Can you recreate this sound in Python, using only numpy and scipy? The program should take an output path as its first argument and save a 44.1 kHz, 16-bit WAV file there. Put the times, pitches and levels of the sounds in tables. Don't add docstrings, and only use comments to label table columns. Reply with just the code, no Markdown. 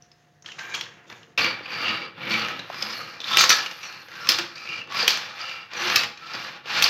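import sys
import numpy as np
from scipy import signal
from scipy.fft import rfft, irfft
from scipy.io import wavfile
from scipy.ndimage import uniform_filter1d

SR = 44100
rng = np.random.default_rng(int(sys.argv[2]) if len(sys.argv) > 2 else 0)


def bounce(signal):
    frames = np.transpose(np.atleast_2d(signal))
    limited = np.clip(frames, -1, 1)
    pcm = np.round(limited * 32767).astype(np.int16)
    wavfile.write(sys.argv[1], SR, pcm)


def boost(x):
    u = np.asarray(x, float) / 20
    return 10 ** u


N = 303849
SCENE_CHANGE_S = 1.376

# lowest Hz, highest Hz.
PART_RANGES = [(70, 600), (600, 1900), (1900, 3300), (3300, 9000)]
# pitch in Hz, width in Hz, level in dB over the broad sound.
SMALL_MODES = [(476, 38, 13), (2780, 120, 3), (3100, 54, 0), (6420, 130, 9), (6880, 250, 11)]
TRUCK_MODES = [(209, 150, 7.1), (340, 25, 4), (492, 71, 15.4), (826.5, 7.7, 14), (1150, 130, 4.7),
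               (1380, 94, 2.3), (1696, 340, 0.38), (2380, 56, 7.7), (2770, 140, 5.3), (3550, 126, 5.4),
               (4330, 880, 8.4), (4800, 210, 8.1), (5400, 280, 4.9)]
# Hz, level in dB per Hz.
COLOUR = [(35, -51), (60, -40), (108, -5), (268, -11.5), (338, -6.5), (417, -17), (469, -15.5), (946, -7.5),
          (1310, -4.5), (2140, -1.5), (2470, 1), (6000, -5), (8920, -29.5), (13000, -16.5), (16000, -29)]
# level in dB against the rattle, growth with effort (ratio), share of the brightness (ratio).
SMALL_PARTS = [(-14, .5, -0.25), (3, 1.07, 0.21), (-2, 1.21, 0.7), (-0.5, 1.42, 1.48)]
TRUCK_PARTS = [(-13.5, 0.82, -0.26), (-1, 1.004, 0.3), (-2, 1.106, 0.18), (-5.5, 1.4, 1.63)]
# Hz, level in dB per Hz.
AIR_TONE = [(30, -33), (60, -23), (100, -10), (160, -8), (230, -18), (600, -20), (1400, -27), (1870, -19.5),
            (2300, -34.5), (6500, -37), (7800, -48), (16000, -47)]
# pitch in Hz, level in dB.
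HUM = [(150.7, -65), (710.6, -68)]

# start in seconds, fastest moment in seconds, rattle in dB, brightness in dB, tyres in dB.
STROKES = [(1.2, 1.377, -18.5, -21, -57), (1.586, 1.843, -26.5, -6.5, -62.5),
           (2.139, 2.357, -25.5, -7.5, -59), (2.64, 2.88, -32.5, 1, -56), (3.207, 3.427, -24.5, 3.5, -46),
           (3.487, 3.612, -34.5, 2.5, -73), (3.8, 3.826, -42.5, 5.5, -74), (4.033, 4.286, -35, 3, -62),
           (4.443, 4.74, -39, 5, -70), (4.882, 4.997, -24.5, 0, -54), (5.32, 5.43, -34, 1.5, -64.5),
           (5.688, 5.898, -22, -1.5, -51), (6.125, 6.426, -34, 2, -64.5), (6.634, 6.802, -21, -0.5, -51)]
# start in seconds, fade in dB per second, rattle in dB, brightness in dB, tyres in dB.
NUDGES = [(0.0, 14, -68, 13.5, -99), (0.44, 60, -49, 4, -90), (0.457, 98, -43, 7, -84),
          (0.581, 35, -36, -1, -72), (0.734, 134, -32, 3.5, -72), (0.83, 102, -56, -4, -85),
          (1.065, 47, -60.5, 13.5, -88), (1.091, 108, -39.5, -5, -68), (1.15, 85, -57, 13, -84)]
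SHUDDERS = [(1.366, 94.6, -15.5, -2.5, -52), (1.84, 82, -22, -8.5, -66), (2.97, 19, -37.5, 4.5, -68),
            (3.62, 20, -40, 6.5, -58.5), (4.55, 94, -38.5, 6.5, -67), (5.6, 110, -46, 5, -74),
            (2.288, 39.5, -24.5, 0, -57), (3.83, 41, -37, 2, -68), (5.2, 33, -34, 2.5, -67),
            (6.33, 62, -28, -5, -70), (3.378, 147, -21, 10.5, -37), (3.41, 130, -22.5, 7.5, -45),
            (3.501, 145, -18, 7, -39), (4.297, 100, -22, 6, -50), (4.384, 320, -19, -0.5, -59),
            (4.67, 20, -41, -23, -81), (5.085, 145, -32, 15.5, -54), (5.96, 150, -33, 15, -55),
            (6.82, 470, -23.5, 12.5, -23.5), (6.836, 69, -22, 6, -45)]
# time in seconds, level in dB.
HAND_WEIGHT = [(1.38, -3.5), (2.3, 3.5), (3.2, 2.5), (3.7, -1), (4.2, 1.5), (4.8, 1.5), (5.3, -6.5),
               (6.2, 1), (6.89, -2.5)]

# time in seconds, peak in dB, panel pitch in Hz, panel over crack in dB, thud into the table in dB.
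FINGERING = [(0.0217, -38, 5830, 30, -28), (0.1153, -40.5, 5200, 6, -17), (0.4224, -40, 6300, 11, -13),
             (0.4598, -24, 3100, 15, -34), (0.4858, -30, 1790, 15, -30), (0.5183, -27, 2880, 2, -28),
             (0.592, -24, 1530, -14, -27), (0.7411, -19, 3520, 8, -34), (0.7485, -14, 2880, 2, -47),
             (0.8096, -13.5, 3080, 5, -26), (0.838, -27.5, 3720, 5, -28), (1.0995, -29, 3560, 1, -17),
             (1.1253, -29.5, 2280, 4, -9), (1.2298, -38, 2900, 5, -22)]
TICKS = [(1.3775, -10.5, 2660, 15, -13.5), (1.6575, -26, 2430, 27, -19), (1.703, -24.5, 2420, 20, -24),
         (2.1799, -44.5, 1200, 12, 9.5), (2.2488, -41, 2320, 11, -17), (2.5925, -24, 3870, 3, -5),
         (2.7267, -26, 1200, 24, -22), (2.743, -22.5, 1220, 15, -21), (2.8233, -12, 5010, 4, -17.5),
         (3.2027, -20.5, 3480, 3, -15), (3.2417, -17.5, 3600, 26, -26), (3.2809, -18, 3530, 7, -32),
         (3.6608, -17, 2780, 4, -28), (3.711, -24, 1670, -9, -32), (4.0841, -30.5, 1630, 3.5, -11),
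         (4.6724, -24, 2380, 14, -31), (4.873, -34, 1130, 18, -11), (4.9216, -21, 1140, 2, -24),
         (5.4128, -22.5, 4760, 17, -36), (5.7345, -23, 1240, -10, -9.5), (6.1739, -31.5, 2380, 1, -38),
         (6.3345, -26, 4800, 16, -20), (6.657, -29.5, 2840, 8, -4.5)]
CRASHES = [(3.3705, 1, 2600, -2, -23), (3.409, 2, 1290, 0, -52), (3.4393, -3.5, 1380, 4, -32),
           (3.4929, -1, 5900, 1.5, -23.5), (3.5018, 1.5, 1460, 2.5, -26), (4.2708, -15.5, 1150, -6, -24),
           (4.2893, 2.5, 5350, -1.5, -31), (4.2985, -9, 4230, -4, -18), (4.3187, -6, 4970, 3, -40),
           (4.3864, -8, 1310, -0.5, -33), (5.0275, -12, 4650, 14, -14), (5.0783, 0.5, 2510, -1.5, -29),
           (5.1725, -16, 2330, -5, -19), (5.956, -11, 2570, 0, -30), (5.959, 0, 5200, -1, -31),
           (5.9625, -2, 2540, 4, -39), (6.8234, 0, 2780, -1.5, -51), (6.8396, -2, 4600, 13, -42),
           (6.8594, -9, 2690, 12, -37)]
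JOLTS = [(1.3924, -14, 2300, 6, -44), (1.4088, -14, 2380, 6, -34), (1.4436, -12, 2290, 3, -24),
         (1.7389, -24, 2480, 5, -38), (1.8156, -23, 2870, 6, -23), (1.8458, -22, 2350, 13, -20),
         (1.8695, -19.5, 2700, 10, -27), (1.8832, -16, 2650, 9, -23), (1.9046, -24, 2850, 0, -25),
         (2.0365, -33, 2780, 12, -23), (2.2747, -20, 2260, 22, -15), (2.3176, -18, 2400, 12, -25),
         (2.337, -14, 2740, 9, -25), (2.394, -18, 2730, 0, -30), (2.4473, -19, 2750, 18, -27),
         (2.484, -19, 1780, 3, -25), (2.7855, -34, 2090, 6, -25), (2.8502, -28, 4860, 1, -25),
         (2.906, -25, 4940, 2, -22), (3.2146, -23, 3500, 5, -23), (3.3345, -13, 3500, 4, -32),
         (3.8294, -25, 2570, 6, -25), (3.9252, -31, 2460, -2, -21), (4.1147, -30, 1930, 11, -27),
         (4.1535, -30, 1565, -2, -27), (4.2543, -28, 2420, 2, -14), (4.5795, -32, 2500, 1, -22),
         (4.6892, -23, 2670, 9, -32), (4.7314, -24.5, 2750, 4, -27), (4.9944, -16.5, 2450, 4, -15),
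         (5.1044, -8.5, 4440, 1, -26), (5.3918, -29, 4300, 6, -23), (5.4932, -23, 2690, 5, -23),
         (5.8225, -18, 2200, -4, -25), (5.8986, -11, 1690, 1, -21), (5.9937, -20, 2490, 9, -25),
         (6.0336, -12, 1800, 1, -24), (6.349, -21, 4800, 8, -25)]
SET_DOWN = [(2.699, -31, 1050, 10, -5)]
# time in seconds, peak in dB, lowest Hz, highest Hz.
THUMPS = [(2.6985, -18.5, 450, 1530), (1.605, -32.5, 250, 560)]
# time in seconds, level in dB.
BOOMS = [(3.37, -58), (3.494, -60), (4.29, -57), (5.078, -61), (5.959, -64), (6.823, -50)]

# pitch in Hz, level in dB against the rattle.
SIDE_PANELS = [(1310, -8), (2400, -0.5), (2790, -27), (4740, -3)]
# start in seconds, end in seconds, pitch ratio under the grip, level in dB.
PULLS = [(1.697, 2.076, 0.97, -3.5), (2.768, 3.146, 0.96, -10), (3.795, 4.03, 1, -11),
         (4.514, 4.835, 1, -2), (5.394, 5.66, 0.996, 0), (6.19, 6.467, 1.02, -12)]
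# start in seconds, end in
# seconds, pitch in Hz, level in dB against the rattle.
SMALL_RINGS = [(.41, .5, 5430, -8), (0.467, .56, 2980, 5), (.58, .76, 1570, -5), (.62, .78, 2380, 1),
               (.65, .74, 3950, -6), (0.727, .8, 3400, 2), (0.853, .94, 1600, -4), (1.06, 1.18, 3630, 3)]
TRUCK_RINGS = [(1.357, 1.614, 2356, -5), (1.41, 1.54, 4580, 5), (1.615, 2.105, 4660, 5.5),
               (1.9, 2.096, 4000, 0), (2.218, 2.362, 2337, -0.5), (2.294, 2.402, 222, 0),
               (2.32, 2.55, 1292, -6), (2.334, 2.616, 2820, -8.5), (3.198, 3.223, 3540, 11),
               (3.236, 3.255, 3580, 8), (3.297, 3.39, 3590, 1.5), (3.255, 3.613, 1317, -3.5),
               (3.515, 3.602, 1644, 2.5), (4.09, 4.325, 1360, -4), (4.133, 4.198, 1520, 2),
               (4.348, 4.404, 340, 4.5), (4.657, 4.856, 2736, 5.5), (5.017, 5.068, 468, 6.5),
               (5.408, 5.665, 2770, 2), (1.355, 1.463, 1150, -12), (1.77, 2.12, 2690, -11),
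               (2.883, 3.15, 2800, -15), (3.79, 4.01, 2610, -3.5), (4.512, 4.816, 2514, 0),
               (5.795, 5.89, 344, 4.5), (5.947, 6.015, 1234, -3), (5.974, 6.06, 2500, -14),
               (2.73, 2.95, 4950, -3), (2.92, 3.05, 4350, -0.5), (3.6, 3.08, 2900, -1.5),
              (3.5, 3.0, 2350, 3), (2.84, 2.93, 1340, -6), (3.0, 3.07, 1280, -6), (3.85, 4.03, 4350, -2),
              (3.81, 3.89, 5580, -1), (4.2, 4.29, 5200, -4), (4.23, 4.3, 1150, -4), (4.86, 4.96, 1120, -3),
              (4.67, 4.78, 2440, -0.5), (4.95, 5.07, 4800, -2.5), (5.89, 5.93, 1700, -5),
              (5.97, 6.01, 4600, -5), (6.2, 6.33, 1320, -3), (1.84, 1.96, 2810, -2), (2.3, 2.43, 4500, -1),
              (3.5, 3.56, 5700, -5.5), (3.36, 3.45, 6200, -8), (3.28, 3.45, 1100, -6.5),
              (5.74, 5.86, 5700, -8), (1.59, 1.62, 293, 2), (2.78, 2.86, 214, -2), (1.1, 1.1, 2300, -2)]
# start in seconds, end in seconds, pitch in Hz, width in Hz, share removed from 0 to 1.
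DAMPED = [(1.72, 1.843, 3540, 900, .4), (2.932, 3.195, 3550, 800, 0.6), (3.85, 4.03, 3450, 900, 0.6),
          (4.56, 4.851, 3550, 700, 0.45), (5.496, 5.72, 3600, 800, 0.1)]


def unit(x):
    return x / np.sqrt(np.mean(x ** 2))


def response(gain_db, size=2048):
    hz = np.maximum(np.fft.rfftfreq(2 * size, 1 / SR), 1.)
    cepstrum = irfft(gain_db(hz) * np.log(10) / 20)
    cepstrum[1:size] *= 2
    cepstrum[size + 1:] = 0
    return irfft(np.exp(rfft(cepstrum)))[:size]


def equal_power(h):
    return h / np.sqrt(np.sum(h ** 2))


def through(x, h):
    return signal.oaconvolve(x, h)[:len(x)]


def resonate(x, hz, sharpness):
    b, a = signal.iirpeak(hz, sharpness, fs=SR)
    return signal.lfilter(b, a, x)


def band(x, order, edges_hz):
    return signal.sosfilt(signal.butter(order, edges_hz, "band", fs=SR, output="sos"), x)


def spectrum_db(hz, points):
    points_hz, points_db = np.array(points).T
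    return np.interp(np.log(hz), np.log(points_hz), points_db)


def modes_db(hz, modes):
    humps = sum(boost(2 * db) / (1 + (2 * (hz - f) / width) ** 2) for f, width, db in modes)
    return 10 * np.log10(1 + humps)


def walk(rate, size=N):
    k = int(SR / rate)
    steps = np.repeat(rng.standard_normal(size // k + 1), k)
    return 1.04 * uniform_filter1d(steps, k)[:size]


def rattle(rate, spread_db, rub_db, size=N):
    noise = rng.standard_normal(size)
    hits = rng.random(size) < rate / SR
    force = boost(spread_db * np.minimum(rng.exponential(size=size), 3))
    taps = hits * np.sign(noise) * force
    return unit(unit(taps) + boost(rub_db) * noise)


def free_panels():
    sides = [(start, end, hz * ratio, db + pull_db)
             for start, end, ratio, pull_db in PULLS for hz, db in SIDE_PANELS]
    return SMALL_RINGS + TRUCK_RINGS + sides


def car(t, parts_db, modes, patchy_db):
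    ring_sharpness = 11.5
    bumps = 0.6 * walk(30, size=len(t)) + 1.7 * walk(130, size=len(t))
    out = 0
    for (lo, hi), db in zip(PART_RANGES, parts_db):
        def part_db(hz):
            skirts = -10 * np.log10(1 + (lo / hz) ** 10) - 10 * np.log10(1 + (hz / hi) ** 10)
            return skirts + spectrum_db(hz, COLOUR) + modes_db(hz, modes)

        level_db = db + bumps + patchy_db * walk(45, size=len(t))
        shake = rattle(800, spread_db=1.5, rub_db=1.0, size=len(t)) * boost(level_db)
        out = out + through(shake, equal_power(response(part_db)))
        for k, (start, end, hz, ring_db) in enumerate(free_panels()):
            free = (t > start) & (t < end + .03)
            if lo <= hz < hi and free.any():
                freedom = np.clip(np.minimum(t[free] - start, end - t[free]) / 0.014, 0, 1)
                freedom = freedom * boost(1.6 * np.roll(bumps, 9973 * k)[free])
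                ring = resonate(resonate(freedom * shake[free], hz, ring_sharpness), hz, ring_sharpness)
                out[free] += boost(ring_db) * np.sqrt(2 * SR * ring_sharpness / np.pi / hz) * ring
    return out


def palm(t, x):
    out = x
    for start, end, hz, width_hz, share in DAMPED:
        grip = np.clip(np.minimum(t - start, end - t) / .03, 0, 1)
        out = out - share * grip * resonate(x, hz, hz / width_hz)
    return out


def stroke_db(t):
    last_stop_s = 7
    rise_db, fall_db = 27, 30.5
    creep = 0.086
    start, fastest = np.array(STROKES).T[:2, :, None]
    stop = np.append(start[1:], last_stop_s)[:, None]
    rise = np.sin(np.pi / 2 * np.clip((t - start) / (fastest - start), 0, 1))
    fall = np.sin(np.pi / 2 * np.clip((stop - t) / (stop - fastest), 0, 1))
    db = np.where(t < fastest, rise_db * np.log10(rise + creep), fall_db * np.log10(fall + creep))
    return db - 3000 * (np.maximum(start - t, 0) + np.maximum(t - stop, 0))


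def shake_db(t, rows):
    attack_s = .007
    start, fade_db = np.array(rows).T[:2, :, None]
    attack = np.clip((t - start) / attack_s, 1e-6, 1)
    return 20 * np.log10(attack) - fade_db * np.maximum(t - start, 0)


def effort(t, shapes_db, rows, parts, tyre_growth):
    usual_db = -30
    rattle_db, bright_db, tyres_db = np.array(rows).T[2:, :, None]
    above_usual = rattle_db + shapes_db - usual_db
    each = [usual_db + db + growth * above_usual + share * bright_db for db, growth, share in parts]
    each.append(tyres_db + tyre_growth * shapes_db)
    return [10 * np.log10(boost(2 * db).sum(axis=0)) for db in each]


def movements(t, before):
    stroke_tyres, shake_tyres = 1.5, 1.1
    slow = t[::64]
    fingers = effort(slow, shake_db(slow, NUDGES), NUDGES, SMALL_PARTS, shake_tyres)
    shapes_db = np.vstack([stroke_db(slow), shake_db(slow, SHUDDERS)])
    tyre_growth = np.repeat([stroke_tyres, shake_tyres], [len(STROKES), len(SHUDDERS)])[:, None]
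    arm = effort(slow, shapes_db, STROKES + SHUDDERS, TRUCK_PARTS, tyre_growth)
    arm[0] = arm[0] + np.interp(slow, *np.transpose(HAND_WEIGHT))
    return [np.where(before, np.interp(t, slow, a), np.interp(t, slow, b)) for a, b in zip(fingers, arm)]


def knocks():
    # rise in seconds, ring time to -60 dB in seconds, sharpness of a 3 kHz panel
    kinds = [(FINGERING, (0.00087, 0.025, 9)), (TICKS, (0.00054, 0.029, 18.5)),
             (CRASHES, (0.00063, 0.027, 7.5)), (JOLTS, (.001, .03, 8.1)), (SET_DOWN, (.002, .022, 5))]
    blows = [(*row, *kind) for rows, kind in kinds for row in rows]
    t = np.arange(int(.08 * SR)) / SR
    chance = rng.standard_normal((len(blows), 3, len(t)))
    plastic = response(lambda hz: spectrum_db(hz, COLOUR) + 1.96 * np.log2(hz / 3000), size=512)
    soft = signal.butter(4, 7500, fs=SR, output="sos")
    out = np.zeros(N + len(t))
    for (s, db, hz, panel_db, thud_db, rise, t60, sharp), (a, b, c) in zip(blows, chance):
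        fade = np.exp(-np.log(1000) * t / t60) * np.minimum(t / rise, 1)
        panel = through(resonate(b * fade, hz, sharp * hz / 3000), plastic)
        crack = through(a * fade, plastic)
        dull = signal.sosfiltfilt(soft, crack)
        crack = dull + boost(0.61 * db - 0.5) * (crack - dull)
        blow = unit(crack) + boost(panel_db) * unit(panel)
        thud = band(c * np.exp(-t / 0.0076), 2, [150, 900])
        both = blow / np.abs(blow).max() + boost(thud_db) * thud / np.abs(thud).max()
        i = int(s * SR)
        out[i:i + len(t)] += boost(db) * both
    return out[:N]


def thumps():
    rise_s, fade_s = .003, 0.0038
    t = np.arange(int(0.043 * SR)) / SR
    out = np.zeros(N)
    for s, db, lo_hz, hi_hz in THUMPS:
        push = rng.standard_normal(len(t)) * np.minimum(t / rise_s, 1) * np.exp(-t / fade_s)
        bump = band(push, 3, [lo_hz, hi_hz])
        i = int(s * SR)
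        out[i:i + len(t)] += boost(db) * bump / np.abs(bump).max()
    return out


def tyres(speed_db):
    def hiss_db(hz):
        skirts = -10 * np.log10(1 + (10000 / hz) ** 16) - 10 * np.log10(1 + (hz / 14000) ** 12)
        return spectrum_db(hz, COLOUR) + skirts

    t = np.arange(N) / SR
    level_db = speed_db + 1.8 * walk(40) - 1.0
    grain = rattle(2500, spread_db=4.0, rub_db=-14.5) * boost(level_db)
    hiss = through(grain, equal_power(response(hiss_db)))
    squeak = unit(resonate(rng.standard_normal(N), 12000, 35.0))
    return hiss + boost(-67) * np.exp(-((t - .655) / 0.054) ** 4) * squeak


def booms():
    t60_s = 0.56
    t = np.arange(N) / SR
    low = unit(band(rng.standard_normal(N), 2, (42, 80)))
    return low * sum((t > s) * boost(db - 60 * np.maximum(t - s, 0) / t60_s) for s, db in BOOMS)


def room(x):
    t60_s, echo_db = 0.4, -7.5
    t = np.arange(int(.6 * SR)) / SR
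    place = np.arange(N) / SR / .05
    lowpass = signal.butter(1, 3000, fs=SR, output="sos")
    wet = 0
    for k, noise in enumerate(rng.standard_normal((4, len(t)))):
        dull = signal.sosfilt(lowpass, noise)
        tail = dull * boost(-60 * t / t60_s) + (noise - dull) * boost(-60 * t / (0.54 * t60_s))
        tail *= np.clip((t - .003) / 0.0027, 0, 1)
        here = np.cos(np.pi / 2 * np.clip((place - k + 2) % 4 - 2, -1, 1))
        wet = wet + through(x * here, equal_power(tail))
    return x + boost(echo_db) * wet


def hush(before):
    t = np.arange(N) / SR
    air = unit(through(rng.standard_normal(N), response(lambda hz: spectrum_db(hz, AIR_TONE))))
    hum = sum(boost(db + 2.0 * walk(13.6)) * np.sqrt(2) * np.sin(2 * np.pi * hz * t) for hz, db in HUM)
    return boost(-62) * air + before * hum


def scene():
    t = np.arange(N) / SR
    before = t < SCENE_CHANGE_S
    *parts_db, tyres_db = movements(t, before)
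    small = car(t[before], [db[before] for db in parts_db], SMALL_MODES, patchy_db=2.2)
    truck = car(t[~before], [db[~before] for db in parts_db], TRUCK_MODES, patchy_db=-0.3)
    cars = boost(-5.5) * palm(t, np.concatenate([small, truck]))
    heard = room(cars + tyres(tyres_db) + knocks()) + hush(before) + booms() + thumps()
    return np.array([heard, heard])


def roll_off(x):
    return signal.sosfilt(signal.butter(12, 16990, fs=SR, output="sos"), x)


def record(dry):
    smear = rng.standard_normal(400) / 20
    treble = signal.sosfilt(signal.butter(4, 6500, "high", fs=SR, output="sos"), dry[0])
    side = boost(-15) * through(treble, smear) * np.array([[1], [-1]])
    rounded = np.tanh(0.57 * (dry + side)) / 0.66
    top = signal.ellip(10, .3, 60, 15900, fs=SR, output="sos")
    return roll_off(signal.sosfilt(top, rounded))


dry = scene()
out = record(dry)
bounce(out)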